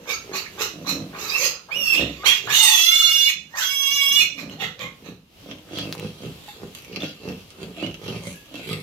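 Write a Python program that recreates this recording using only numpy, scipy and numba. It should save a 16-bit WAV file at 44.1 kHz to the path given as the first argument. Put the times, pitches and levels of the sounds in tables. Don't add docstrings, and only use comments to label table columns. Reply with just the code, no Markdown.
import sys
import numpy as np
from scipy import signal
from scipy.fft import rfft, irfft, next_fast_len
from scipy.io import wavfile
from scipy.ndimage import uniform_filter1d, minimum_filter1d
from numba import njit

SR = 44100
rng = np.random.default_rng(int(sys.argv[2]) if len(sys.argv) > 2 else 0)


def to_wav(sig):
    pcm = np.clip(np.atleast_2d(sig), -1, 1) * 32767
    pcm = np.round(pcm).astype(np.int16)
    wavfile.write(sys.argv[1], SR, pcm.T)


def attenuation_scalar(level_db):
    decades = np.asarray(level_db, float) / 20
    return 10 ** decades


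N = 388962
TIME = np.arange(N) / SR
SLOW_TIME = TIME[::64]

# (frequency [Hz], level [dB])
SHED_AIR = [(15, -70), (25, 5.5), (157, 2.5), (486, -5), (1820, -17), (2810, -8.5), (6490, -19.5),
            (8730, -25.5), (13800, -20), (15800, -30)]
SHED_AIR_DB = -51.5
LULL_S, LULL_HALF_LENGTH_S, LULL_DB = 5.28, .12, -7
# (frequency [Hz], level [dB])
PHONE_SHADOW = [(300, 12), (1200, 1.5), (2400, -12), (4400, -10), (8000, -5.5), (15000, -2)]

# (time [s], peak level [dB], ring [Hz], t60 [s])
TICKS = [(0.575, -35, 1300, .01), (1.72, -31, 2370, 0.0061), (2.473, -26, 1500, .01),
         (4.497, -25, 3000, 0.022), (4.594, -35, 3400, .01), (4.793, -18.5, 4230, 0.0023),
         (5.69, -35, 1500, 0.0088), (5.787, -12, 3170, 0.01), (5.926, -6, 4260, 0.0017),
         (5.951, -15.5, 915, 0.0036), (5.997, -14.5, 2920, 0.0016), (6.067, -37, 3170, 0.012),
         (6.482, -30, 832, 0.094), (6.775, -24.5, 2680, 0.0025), (6.929, -28.5, 2880, 0.014),
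         (7.004, -23, 3500, 0.023), (7.021, -18, 3500, 0.028), (7.774, -33.5, 668, 0.099),
         (8.099, -23.5, 3110, 0.027), (8.159, -33, 3100, 0.0098), (8.268, -28, 4120, 0.0042),
         (8.523, -42, 695, 0.017), (8.691, -17, 3200, 0.0035)]
# (time [s], level [dB], pitch [Hz], t60 [s])
THUMP = [
    (1.98, -24, 64, .6),
]

# (peak time [s], hold [s], level [dB], brightness [dB])
SNORTS = [(5.377, 0.019, -60.5, -22.5), (5.504, 0.0079, -44, -29), (5.781, 0.011, -32.5, -8.5),
          (5.912, .005, -54, 33.5), (6.02, 0.015, -41, -3), (6.227, 0.019, -46, -2),
          (6.487, 0.0068, -43, 1), (6.768, 0.011, -45, 6.5), (6.938, 0.01, -38, -8),
          (7.027, 0.0088, -33.5, -4.5), (7.248, 0.066, -46, -4), (7.611, 0.011, -46.5, -2),
          (7.795, 0.091, -40.5, -7), (8.041, 0.12, -41.5, -2.5), (8.271, 0.017, -42, 9),
          (8.566, 0.018, -39.5, -3), (8.693, 0.028, -34, 2)]
# (frequency [Hz], width [Hz], level [dB])
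SNOUT = [(1244, 44, -6), (1760, 1200, -6.5), (2950, 330, -1), (3900, 1500, -1.5), (6200, 970, -2),
         (11000, 2500, 0.5)]

# (peak time [s], hold [s], chest level [dB], nose re chest [dB], nose resonance [Hz])
FAR_GRUNTS = [(0.0, .01, -50, 5, 440), (0.104, .01, -56, 18, 462), (0.318, 0.016, -46.5, 9, 423),
              (0.614, 0.035, -51.5, 14, 470), (0.777, 0.077, -44, -1, 332), (0.918, 0.11, -37, -1.5, 320),
              (1.162, 0.21, -52.5, 6.5, 424), (1.44, 0.018, -50.5, 16, 514), (1.788, 0.0079, -43, 0.5, 544),
              (2.017, 0.024, -34.5, 4.5, 299), (2.27, .01, -47.5, 5, 430), (2.47, 0.032, -42, 0, 440),
              (3.373, 0.051, -53.5, -25, 336), (3.914, 0.0091, -54, -14, 497), (4.12, 0.16, -50, -5, 348)]
# (peak time [s], hold [s], chest level [dB], nose re chest [dB], nose resonance [Hz])
NEAR_GRUNTS = [(4.42, 0.11, -42, -2, 296), (4.64, 0.011, -38, -4, 472), (4.841, 0.0091, -40, -1.5, 486),
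               (5.081, 0.026, -40.5, -4.5, 465), (5.221, 0.0072, -55, -22, 407),
               (5.517, 0.0067, -45, 5.5, 302), (5.75, 0.16, -40.5, 1.5, 332), (6.02, 0.043, -35, -3, 447),
               (6.26, 0.0054, -32.5, -6.5, 422), (6.63, 0.028, -42, 2, 467), (6.942, 0.043, -37.5, -4, 450),
               (7.04, 0.025, -39.5, 3, 314), (7.286, 0.018, -32, -3.5, 441), (7.632, 0.048, -40, -1.5, 427),
               (7.848, 0.027, -33.5, 0.5, 331), (8.07, 0.089, -35, -2.5, 413),
               (8.28, 0.004, -35.5, -6, 554), (8.57, 0.048, -48.5, 7.5, 310), (8.71, 0.037, -33, -4.5, 427)]

# (throat opens [s], peak level [dB], brightness [dB], mouth resonance [Hz], palate resonance [Hz])
BARKS = [
    (.058, -30, -3, 2690, 3900),
    (.318, -28, -5, 2665, 4100),
    (.574, -26, -3.5, 2850, 3900),
    (.848, -29.5, -1, 2650, 4000),
]
# (throat opens [s], peak level [dB], brightness [dB], mouth resonance [Hz], palate resonance [Hz])
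PANTS = [
    (4.369, -36.5, -9, 2510, 4100),
    (4.494, -43, -11, 2960, 4260),
    (4.594, -28.5, -14, 2820, 3450),
    (4.791, -34.5, -13.5, 2410, 3220),
    (5.04, -46.5, -11, 2590, 3840),
]
# (time [s], effort [dB], brightness [dB], mouth resonance [Hz])
CRIES = [
    [(1.13, -46, -18, 2640), (1.2, -42, 0.5, 2760), (1.29, -40.5, 1, 2540), (1.36, -21, -15.5, 2450),
     (1.39, -36, 2.5, 2240), (1.45, -22.5, -4.5, 2650), (1.52, -45, -0.5, 2740), (1.62, -62, -29, 2680)],
    [(1.686, -61, -41, 2360), (1.72, -27, -18, 2860), (1.84, -26, -7.5, 2728), (1.95, -16, -17, 2390),
     (2.06, -38, -18.5, 2950), (2.2, -49, -6.5, 2560)],
    [(2.236, -33.5, -9.5, 2140), (2.265, -12.5, -7.5, 2620), (2.33, -20.5, -16.5, 2530),
     (2.38, -34, -5, 2460), (2.46, -71, -12.5, 2500)],
    [(2.474, -28.5, -7.5, 2680), (2.55, -18, -5, 2990), (2.8, -19.5, -5.5, 2350), (2.94, -18.5, -9, 3040),
     (3.3, -20.5, -10, 2580), (3.39, -101, -18, 2290), (3.5, -66, -15, 2530)],
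    [(3.54, -45, -1, 2820), (3.59, -32, 3.5, 2660), (3.65, -30, -3.5, 3840), (4.1, -20, -10, 3070),
     (4.22, -18, -10, 2830), (4.34, -104, 14, 2780)],
]
# (palate resonance [Hz], scoop [share], throat level [dB])
CRY_JAW = [
    (4270, 0.24, 5),
    (3500, 0.64, -3.5),
    (3400, 0.35, -4),
    (3900, 0.49, -4.5),
    (4000, 0.37, 0),
]
# (time [s], whistle [Hz], fold rate [Hz], hoarseness re clear tone [dB])
SQUEALS = [
    [(1.295, 2050, 1300, -11), (1.335, 2640, 1272, -19), (1.41, 2520, 1276, -3)],
    [(2.25, 2500, 561, -4), (2.29, 2708, 587, -4), (2.38, 2763, 563, -3)],
    [(1.69, 1900, 800, -15), (1.735, 2650, 800, -22), (1.77, 2930, 800, -24), (1.85, 2760, 700, -23),
     (1.94, 2680, 620, -18), (2.02, 2660, 600, -6)],
    [(2.55, 2877, 720, -4), (2.63, 2850, 780, -7), (2.69, 2770, 900, -4), (2.76, 2648, 730, -5),
     (2.82, 2690, 680, -21), (2.94, 2830, 640, -19), (3.1, 2823, 635, -19), (3.25, 2840, 625, -21),
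     (3.31, 2840, 610, 0)],
    [(3.63, 2757, 563, -3), (3.74, 2785, 557, -30), (3.87, 2772, 554.4, -38), (3.96, 2835, 567, -38),
     (4.02, 2790, 558, -38), (4.11, 2800, 560, -30), (4.18, 2885, 600, -12), (4.25, 2800, 705, -5)],
]
SQUEAL_FOLDS = [
    (.07, .13, .6),
    (.55, .04, .6),
    (.05, .17, .6),
    (.97, .038, .08),
    (.9, .025, .6),
]
SIDEBANDS = (.15, .5, .8, .7, 1.1, .6, .25)
# (peak time [s], hold [s], level [dB], pitch [Hz], waver [share])
CHIRPS = [(0.111, 0.02, -27.5, 2296, 0.027), (0.144, .01, -41, 1360, 0.026),
          (0.365, 0.031, -28.5, 4300, .035), (0.367, 0.027, -56, 1330, 0.16),
          (0.459, .01, -38.5, 2100, 0.11), (0.628, .02, -33, 2567, .05), (0.886, 0.024, -29.5, 4150, 0.026),
          (4.374, 0.033, -41, 2380, 0.048), (4.629, 0.021, -32, 2017, 0.054),
          (4.636, 0.015, -45, 1345, 0.049), (4.853, 0.025, -34, 2170, 0.0254),
          (4.856, 0.014, -43, 1107, 0.0283), (7.537, 0.026, -61, 1415, 0.071),
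          (7.83, .03, -38.5, 2750, 0.052), (8.35, 0.11, -62, 1664, 0.0086),
          (8.717, 0.024, -48.5, 1208, 0.051), (0.124, .02, -37, 4660, 0.025), (.13, .02, -36, 6700, 0.047),
          (0.353, .03, -38, 6540, 0.046), (0.389, .02, -48, 2680, .03), (0.623, .02, -33, 5900, 0.048),
          (.9, .03, -51.5, 6300, 0.046), (1.216, .09, -36.5, 3900, 0.024), (1.24, .05, -44.5, 1306, 0.014),
          (1.25, .03, -40, 2530, 0.019), (1.29, .03, -32.5, 4980, 0.032), (1.414, .06, -26.5, 5040, .04),
          (1.38, .09, -28.5, 6510, 0.034), (2.228, .02, -39, 1173, 0.026), (2.5, .03, -29.5, 1722, .05),
          (2.596, .13, -45, 875, 0.0306), (2.633, .06, -26.5, 8406, 0.021), (2.868, .22, -41, 1347, .025),
          (3.549, .01, -37, 1867, 0.037), (3.552, .04, -48.5, 968, 0.059), (3.578, .05, -35.5, 1706, 0.051),
          (3.626, .04, -40.5, 3350, .03), (3.3, 0.022, -26.5, 2455, 0.057), (4.21, 0.038, -22, 2507, 0.056),
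          (2.0, 0.02, -33.5, 3300, .1), (4.6, 0.035, -42.5, 731, 0.095), (7.02, 0.037, -50, 650, .08)]
# (time [s], pitch [Hz])
BARK_PITCH = [(0, 440), (1.2, 401.7), (1.5, 540), (2.2, 523), (3.55, 478), (4.4, 427.8), (5.3, 440)]
# (frequency [Hz], width [Hz], level [dB])
BARK_MOUTH = [(440, 18, -9.5), (1385, 31, 1.5), (2990, 680, 8.5), (6180, 275, 14), (6100, 510, 17.5),
              (13480, 10000, 18.5)]
# (frequency [Hz], level [dB])
SQUEAL_MOUTH = [(300, -62.5), (560, -36.5), (1100, -10), (1700, -5), (2250, 0.5), (3000, 12), (4400, -3.5),
                (6100, -1), (7400, -11.5), (9000, -18.5), (11500, -13), (14000, -8.5), (15800, -17.5)]


def curves(table):
    s, *columns = np.transpose(table)
    return [np.interp(TIME, s, column) for column in columns]


def colour(x, points):
    size = next_fast_len(x.shape[-1])
    hz, db = np.transpose(points)
    log_hz = np.log(np.fft.rfftfreq(size, 1 / SR) + 1)
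    gain = attenuation_scalar(np.interp(log_hz, np.log(hz), db))
    return irfft(rfft(x, size) * gain, size)[..., :x.shape[-1]]


def even(x, span_s=0.14):
    power = uniform_filter1d(x ** 2, int(span_s * SR)).clip(0)
    return x / np.sqrt(power + 1e-12)


def band(x, lo_hz, hi_hz):
    return signal.sosfilt(signal.butter(3, [lo_hz, hi_hz], "bandpass", fs=SR, output="sos"), x)


def share(x, lo_hz, hi_hz):
    size = next_fast_len(len(x))
    hz = np.fft.rfftfreq(size, 1 / SR) + 1

    def above(edge_hz):
        return np.sin(np.pi / 4 * (1 + (np.log(hz / edge_hz) / .09).clip(-1, 1))) ** 2

    return irfft(rfft(x, size) * above(lo_hz) * (1 - above(hi_hz)), size)[:len(x)]


def walk(rate_hz):
    k = int(SR / rate_hz)
    held = np.repeat(rng.standard_normal(N // 20)[:N // k + 1], k)
    return uniform_filter1d(uniform_filter1d(held, k), k)[:N]


def bursts(peak_s, hold_s, db, slopes):
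    peak_s, hold_s, db = (np.reshape(v, (-1, 1)) for v in (peak_s, hold_s, db))
    rise = slopes[0] * (peak_s - SLOW_TIME).clip(0)
    fall = slopes[1] * (SLOW_TIME - peak_s - hold_s).clip(0)
    return db - rise - fall


def blend(levels_db, *traits):
    power = attenuation_scalar(2 * levels_db.clip(-120))
    total = power.sum(axis=0)
    tracks = [10 * np.log10(total)]
    for trait in traits:
        tracks.append((power * np.reshape(trait, (len(power), -1))).sum(axis=0) / total)
    return [np.interp(TIME, SLOW_TIME, track) for track in tracks]


@njit
def resonance(x, hz, width):
    y, b, l = np.empty(len(x)), 0., 0.
    for i in range(len(x)):
        g, k = np.tan(np.pi * hz[i] / SR), width / hz[i]
        v = (b + g * (x[i] - l)) / (1 + g * (g + k))
        b, l, y[i] = 2 * v - b, l + 2 * g * v, k * v
    return y


@njit
def flap(hz, stretch, size):
    pulses, phase, p, k = np.zeros(len(hz)), np.empty(len(hz)), 0., 0
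    for i in range(len(hz)):
        p += hz[i] * stretch[k] / SR
        if p >= 1:
            p, k = p - 1, k + 1
            pulses[i] = size[k]
        phase[i] = p
    return pulses, phase


def folds(hz, jitter, scatter_db, air_db, puff):
    chance = rng.standard_normal((N // 40, 2)).T
    pulses, phase = flap(hz, np.exp(jitter * chance[0]), attenuation_scalar(scatter_db * chance[1]))
    air = rng.standard_normal(N) * np.exp(-phase / puff)
    return pulses / pulses.std() + attenuation_scalar(air_db) * air / air.std()


def tract(x, modes, drift_db):
    out = np.zeros(N)
    for k, (hz, width, db) in enumerate(modes):
        ring = resonance(x, hz * attenuation_scalar(drift_db * walk(7.7)), 1. * width)
        out += (-1) ** k * attenuation_scalar(db) / np.sqrt(width) * ring
    return out


def shed(near):
    mid, side = colour(rng.standard_normal((2, N)), SHED_AIR)
    side = signal.sosfilt(signal.butter(1, 600, "highpass", fs=SR, output="sos"), side)
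    recent_power = uniform_filter1d(near ** 2, int(1.8 * SR), origin=int(.6 * SR))
    loud_db = 10 * np.log10(recent_power + 1e-9)
    duck_db = -.45 * (loud_db + 34.0).clip(0)
    lull_db = LULL_DB * np.exp(-((TIME - LULL_S) / LULL_HALF_LENGTH_S) ** 2)
    stir_db = 2.0 * walk(1.31) + 2.9 * walk(6.6)
    return attenuation_scalar(SHED_AIR_DB + duck_db + lull_db + stir_db) / mid.std() * np.array([mid + side, mid - side])


def walls(x, t60_low, t60_high):
    t = TIME[:SR // 2]
    low, left, right = rng.standard_normal((3, len(t))) * (1 - np.exp(-t / 0.0011))
    bass = .6 * band(low, 40, 700) * 1000 ** (-t / t60_low)
    fade = 1000 ** (-t / t60_high)
    tails = [bass + band(v, 700, 7000) * fade + band(v, 7000, 16000) * fade ** 2 for v in (left, right)]
    loudness = np.linalg.norm(tails[0])
    return np.array([signal.fftconvolve(x, tail / loudness)[:N] for tail in tails])


def scatter(x):
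    t = TIME[:SR // 16]
    smear = band(rng.standard_normal(len(t)) * np.exp(-t / .024), 900, 18000)
    low = signal.sosfilt(signal.butter(2, 900, fs=SR, output="sos"), x)
    treble = signal.fftconvolve(x, smear / np.linalg.norm(smear))[:N]
    return np.roll(low + treble, -16)


def knocks():
    out, t = np.zeros(N), TIME[:SR // 2]
    cracks = rng.standard_normal((len(TICKS), len(t))) * np.exp(-t / .0006)
    for (s, db, hz, t60), crack in zip(TICKS, cracks):
        hit = 0.28 * crack + np.sin(2 * np.pi * hz * t) * 1000 ** (-t / max(t60, .002))
        i = int(s * SR)
        out[i:i + len(t)] += (attenuation_scalar(db) * hit)[:N - i]
    (s, db, hz, t60), = THUMP
    i = int(s * SR)
    lean = (1 - np.exp(-t / 0.04)) * 1000 ** (-t / t60)
    out[i:i + len(t)] += attenuation_scalar(db) * lean * np.sin(2 * np.pi * hz * t)
    return out


def sniffs():
    s, hold, db, bright_db = np.transpose(SNORTS)
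    snuffling = bursts(6.05, 9, -57, (80, 80))
    return blend(np.vstack([bursts(s, hold, db, (250, 159)), snuffling]), np.r_[bright_db, 0])


def snorts():
    db, bright_db = sniffs()
    low_db = -15.0 - 0.123 * (db.clip(-70) + 34.0)
    top_db = bright_db - 15 - 0.3 * (db.clip(-75) + 26.5)
    source = folds(np.full(N, 60.), jitter=.3, scatter_db=9, air_db=0, puff=1.0)
    air = tract(source, SNOUT, drift_db=1.48)
    for hz in (1000, 2800, 4100):
        air += 0.023 * resonance(source, hz * attenuation_scalar(1.9 * walk(15)), 300.0)
    parts = ((1800, 5200, 0), (700, 1800, low_db), (5200, 15800, top_db))
    return attenuation_scalar(db) * sum(attenuation_scalar(part_db) * even(band(air, lo, hi)) for lo, hi, part_db in parts)


def rumbles(lead_s):
    far, near = np.transpose(FAR_GRUNTS), np.transpose(NEAR_GRUNTS)
    far_db = bursts(far[0] - lead_s, *far[1:3], (257, 138))
    near_db = bursts(near[0] - lead_s, *near[1:3], (264, 210))
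    mutter_db = np.full((1, len(SLOW_TIME)), -73)
    nose_db, nose_hz = np.r_[far[3], near[3], 3.0], np.r_[far[4], near[4], 400.]
    return blend(np.vstack([far_db, near_db, mutter_db]), nose_db, nose_hz)


def grunts():
    chest_db = rumbles(0)[0]
    early_db, nose_db, nose_hz = rumbles(0.021)
    nose_hz = nose_hz * attenuation_scalar(.5 * walk(12))
    source = folds(56 * attenuation_scalar(1.5 * walk(4.8)), jitter=.17, scatter_db=3, air_db=-5, puff=.6)
    chest_hz = 160 * attenuation_scalar(.9 * walk(7))
    chest = resonance(resonance(source, chest_hz, 130.0), chest_hz, 79.0)
    chest += 0.18 * band(source, 74, 180.0)
    chest += 0.37 * resonance(np.roll(source, SR // 3), 1.394 * chest_hz, 38.0)
    nose = resonance(resonance(source, nose_hz, 56.0), nose_hz, 240.0)
    nose += 0.22 * resonance(source, 1.61 * nose_hz, 274.0)
    nose += 0.2 * band(source, 310, 652)
    return attenuation_scalar(chest_db) * even(chest, span_s=.1) - attenuation_scalar(early_db + nose_db) * even(nose, span_s=.1)


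def chirps():
    out, waver, flicker = np.zeros(N), walk(60) + walk(400), attenuation_scalar(6.7 * walk(120))
    for s, hold, db, hz, waver_share in CHIRPS:
        on = (TIME > s - .1) & (TIME < s + .4)
        t = TIME[on] - s
        pitch = hz * (1 - 0.044 * (-t / 0.027).clip(0, 2) + waver_share * waver[on])
        level_db = db - 620 * (-t).clip(0) - 1200 * (t - hold).clip(0)
        out[on] += attenuation_scalar(level_db) * flicker[on] * np.sin(2 * np.pi * np.cumsum(pitch) / SR)
    return out


def squeal():
    tone, absent, hoarse_db = np.zeros(N), np.ones(N), np.zeros(N)
    wobble, flutter = .6 * walk(40) + .6 * walk(250), walk(120)
    swell = attenuation_scalar(4.5 * np.array([walk(70) for _ in range(13)]))
    for table, (chop, waver, alone) in zip(SQUEALS, SQUEAL_FOLDS):
        on = (TIME >= table[0][0]) & (TIME < table[-1][0])
        whistle_hz, fold_hz, hoarse_db[on] = (c[on] for c in curves(table))
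        waver = waver * attenuation_scalar(.7 * hoarse_db[on].clip(-22))
        whistle = 2 * np.pi * np.cumsum(whistle_hz * (1 + waver * wobble[on])) / SR
        fold = 2 * np.pi * np.cumsum(fold_hz * (1 + 1.477 * waver * flutter[on])) / SR
        lock = (-(hoarse_db[on] + 10) / 15).clip(0, 1) * (table is SQUEALS[-1])
        fold = np.cumsum(np.gradient(fold) * (1 - lock) + np.gradient(whistle) / 5 * lock)
        reed = alone * swell[0, on]
        reed = reed + sum(swell[m, on] * np.exp(1j * m * whistle) for m in range(1, 6))
        gate = 0
        for n in range(-3, 4):
            gate = gate + swell[9 + n, on] * chop ** abs(n) * SIDEBANDS[n + 3] * np.exp(1j * n * fold)
        gate = gate * (1 + .1 * chop * (1 - lock) * swell[5, on] * np.cos(fold / 2))
        edge = (np.minimum(TIME[on] - table[0][0], table[-1][0] - TIME[on]) / .022).clip(0, 1)
        tone[on], absent[on] = (reed * gate).real * edge, 1 - edge
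    tone = colour(tone, SQUEAL_MOUTH)
    return tone / tone[absent < 1].std(), hoarse_db + 20 * absent


def breath():
    rows, starts = [], []

    def steady(v):
        return np.full(len(SLOW_TIME), v)

    # (table, attack [s], hold [s], (rise, fall) [dB/s], scoop [share], throat [dB])
    kinds = ((BARKS, 0.046, 0.00091, (320, 280), 0.25, 0),
             (PANTS, 0.005, 0.031, (1100, 280), 0.022, -2))
    for table, attack, hold, slopes, scoop, throat_db in kinds:
        for s, db, *traits in table:
            level_db = bursts(s + attack, hold, db, slopes)[0]
            rows.append([level_db] + [steady(v) for v in traits + [throat_db]])
            starts.append((s, scoop))
    for cry, (palate_hz, scoop, throat_db) in zip(CRIES, CRY_JAW):
        s, *traits = np.transpose(cry)
        effort_db, bright_db, mouth_hz = (np.interp(SLOW_TIME, s, v) for v in traits)
        edges_db = bursts(s[0], s[-1] - s[0], 0, (350, 200))[0]
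        rows.append([effort_db + edges_db, bright_db, mouth_hz, steady(palate_hz), steady(throat_db)])
        starts.append((s[0], scoop))
    return blend(*np.swapaxes(rows, 0, 1)), np.transpose(starts)[:, :, None]


def bark_voice(mouth_hz, palate_hz, jaw):
    source = folds(curves(BARK_PITCH)[0], jitter=.07, scatter_db=2.5, air_db=8.0, puff=0.37)
    rings = resonance(source, mouth_hz * jaw, 150.0)
    rings += 0.42 * resonance(source, palate_hz * jaw, 430.0)
    rings += 0.3 * resonance(source, mouth_hz * jaw / 2, 120.0)
    bark = tract(source, BARK_MOUTH, drift_db=0.53) + 0.63 * rings
    for hz in (2100, 4640, 5340, 5740, 6530, 7180):
        ring = resonance(source, hz * jaw * attenuation_scalar(0.89 * walk(9)), 190.0)
        bark += 0.17 * ring * attenuation_scalar(8.1 * walk(11))
    return bark / bark.std()


def register(tone, bark, hoarse, lo_hz, hi_hz):
    tone, bark = (share(v, lo_hz, hi_hz) for v in (tone, bark))
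    power = uniform_filter1d(tone ** 2, SR // 30).clip(0) + hoarse ** 2 * bark.var()
    return even((tone + hoarse * bark) / np.sqrt(power))


def piglet():
    (db, upper_db, mouth_hz, palate_hz, throat_db), (start, scoop) = breath()
    since = SLOW_TIME - start
    shut = np.sum((since < 0) * np.exp(np.minimum(since, 0) / .04), axis=0).clip(0, 1)
    jaw = 1 - np.sum(scoop * (since >= 0) * np.exp(-since.clip(0) / 0.025), axis=0).clip(0, .6)
    opening_s = .02
    shut = uniform_filter1d(shut, int(opening_s / SLOW_TIME[1]))
    shut = np.interp(TIME - opening_s / 2, SLOW_TIME, shut)
    jaw = np.interp(TIME, SLOW_TIME, jaw)
    bark = bark_voice(mouth_hz, palate_hz, jaw)
    tone, hoarse_db = squeal()
    lag = int(.14 * SR / 2)
    tight_db = minimum_filter1d(hoarse_db.clip(-30, 12), 2 * lag + 1, origin=lag)
    tight_db = uniform_filter1d(tight_db, lag // 2)
    late_db = 40 * (jaw - 1)
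    top_db = upper_db - 7.0 + late_db
    low_db = -8 + throat_db - 0.23 * (db.clip(-60) + 35.0) + 0.32 * (tight_db - 25.5) + 47.5 * (1 - jaw)
    gap_db = top_db - 16.5 + 0.57 * (db.clip(-60) + 39)
    parts = ((1800, 4500, late_db / 2), (4500, 7800, upper_db + late_db), (7800, 11300, gap_db),
             (11300, 15400, top_db), (520, 1800, low_db))
    hoarse = attenuation_scalar(hoarse_db)
    voice = sum(attenuation_scalar(part_db) * register(tone, bark, hoarse, lo, hi) for lo, hi, part_db in parts)
    return chirps() + attenuation_scalar(db - 16.0 * shut) * voice


def scene():
    small, sows, ticks = piglet(), grunts() + snorts(), knocks()
    near = np.array([scatter(small), small]) + attenuation_scalar(-5) * walls(small, .3, .33)
    near[0] = colour(near[0], PHONE_SHADOW)
    herd = np.array([attenuation_scalar(-3.5) * scatter(sows), sows]) + attenuation_scalar(-5.5) * ticks
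    herd += attenuation_scalar(-6.5) * walls(sows + 0.55 * ticks, 0.23, 0.082)
    return attenuation_scalar(4.0) * near + attenuation_scalar(1.0) * herd + shed(small)


def roll_off(x):
    return signal.sosfilt(signal.butter(12, 16510, fs=SR, output="sos"), x)


def record(dry):
    x = signal.sosfilt(signal.butter(3, 52, "highpass", fs=SR, output="sos"), dry)
    x = np.tanh(attenuation_scalar(1.0) * x) * 1.038
    x = signal.sosfilt(signal.ellip(10, .5, 90, 15850, fs=SR, output="sos"), x)
    return roll_off(x)


dry = scene()
out = record(dry)
to_wav(out)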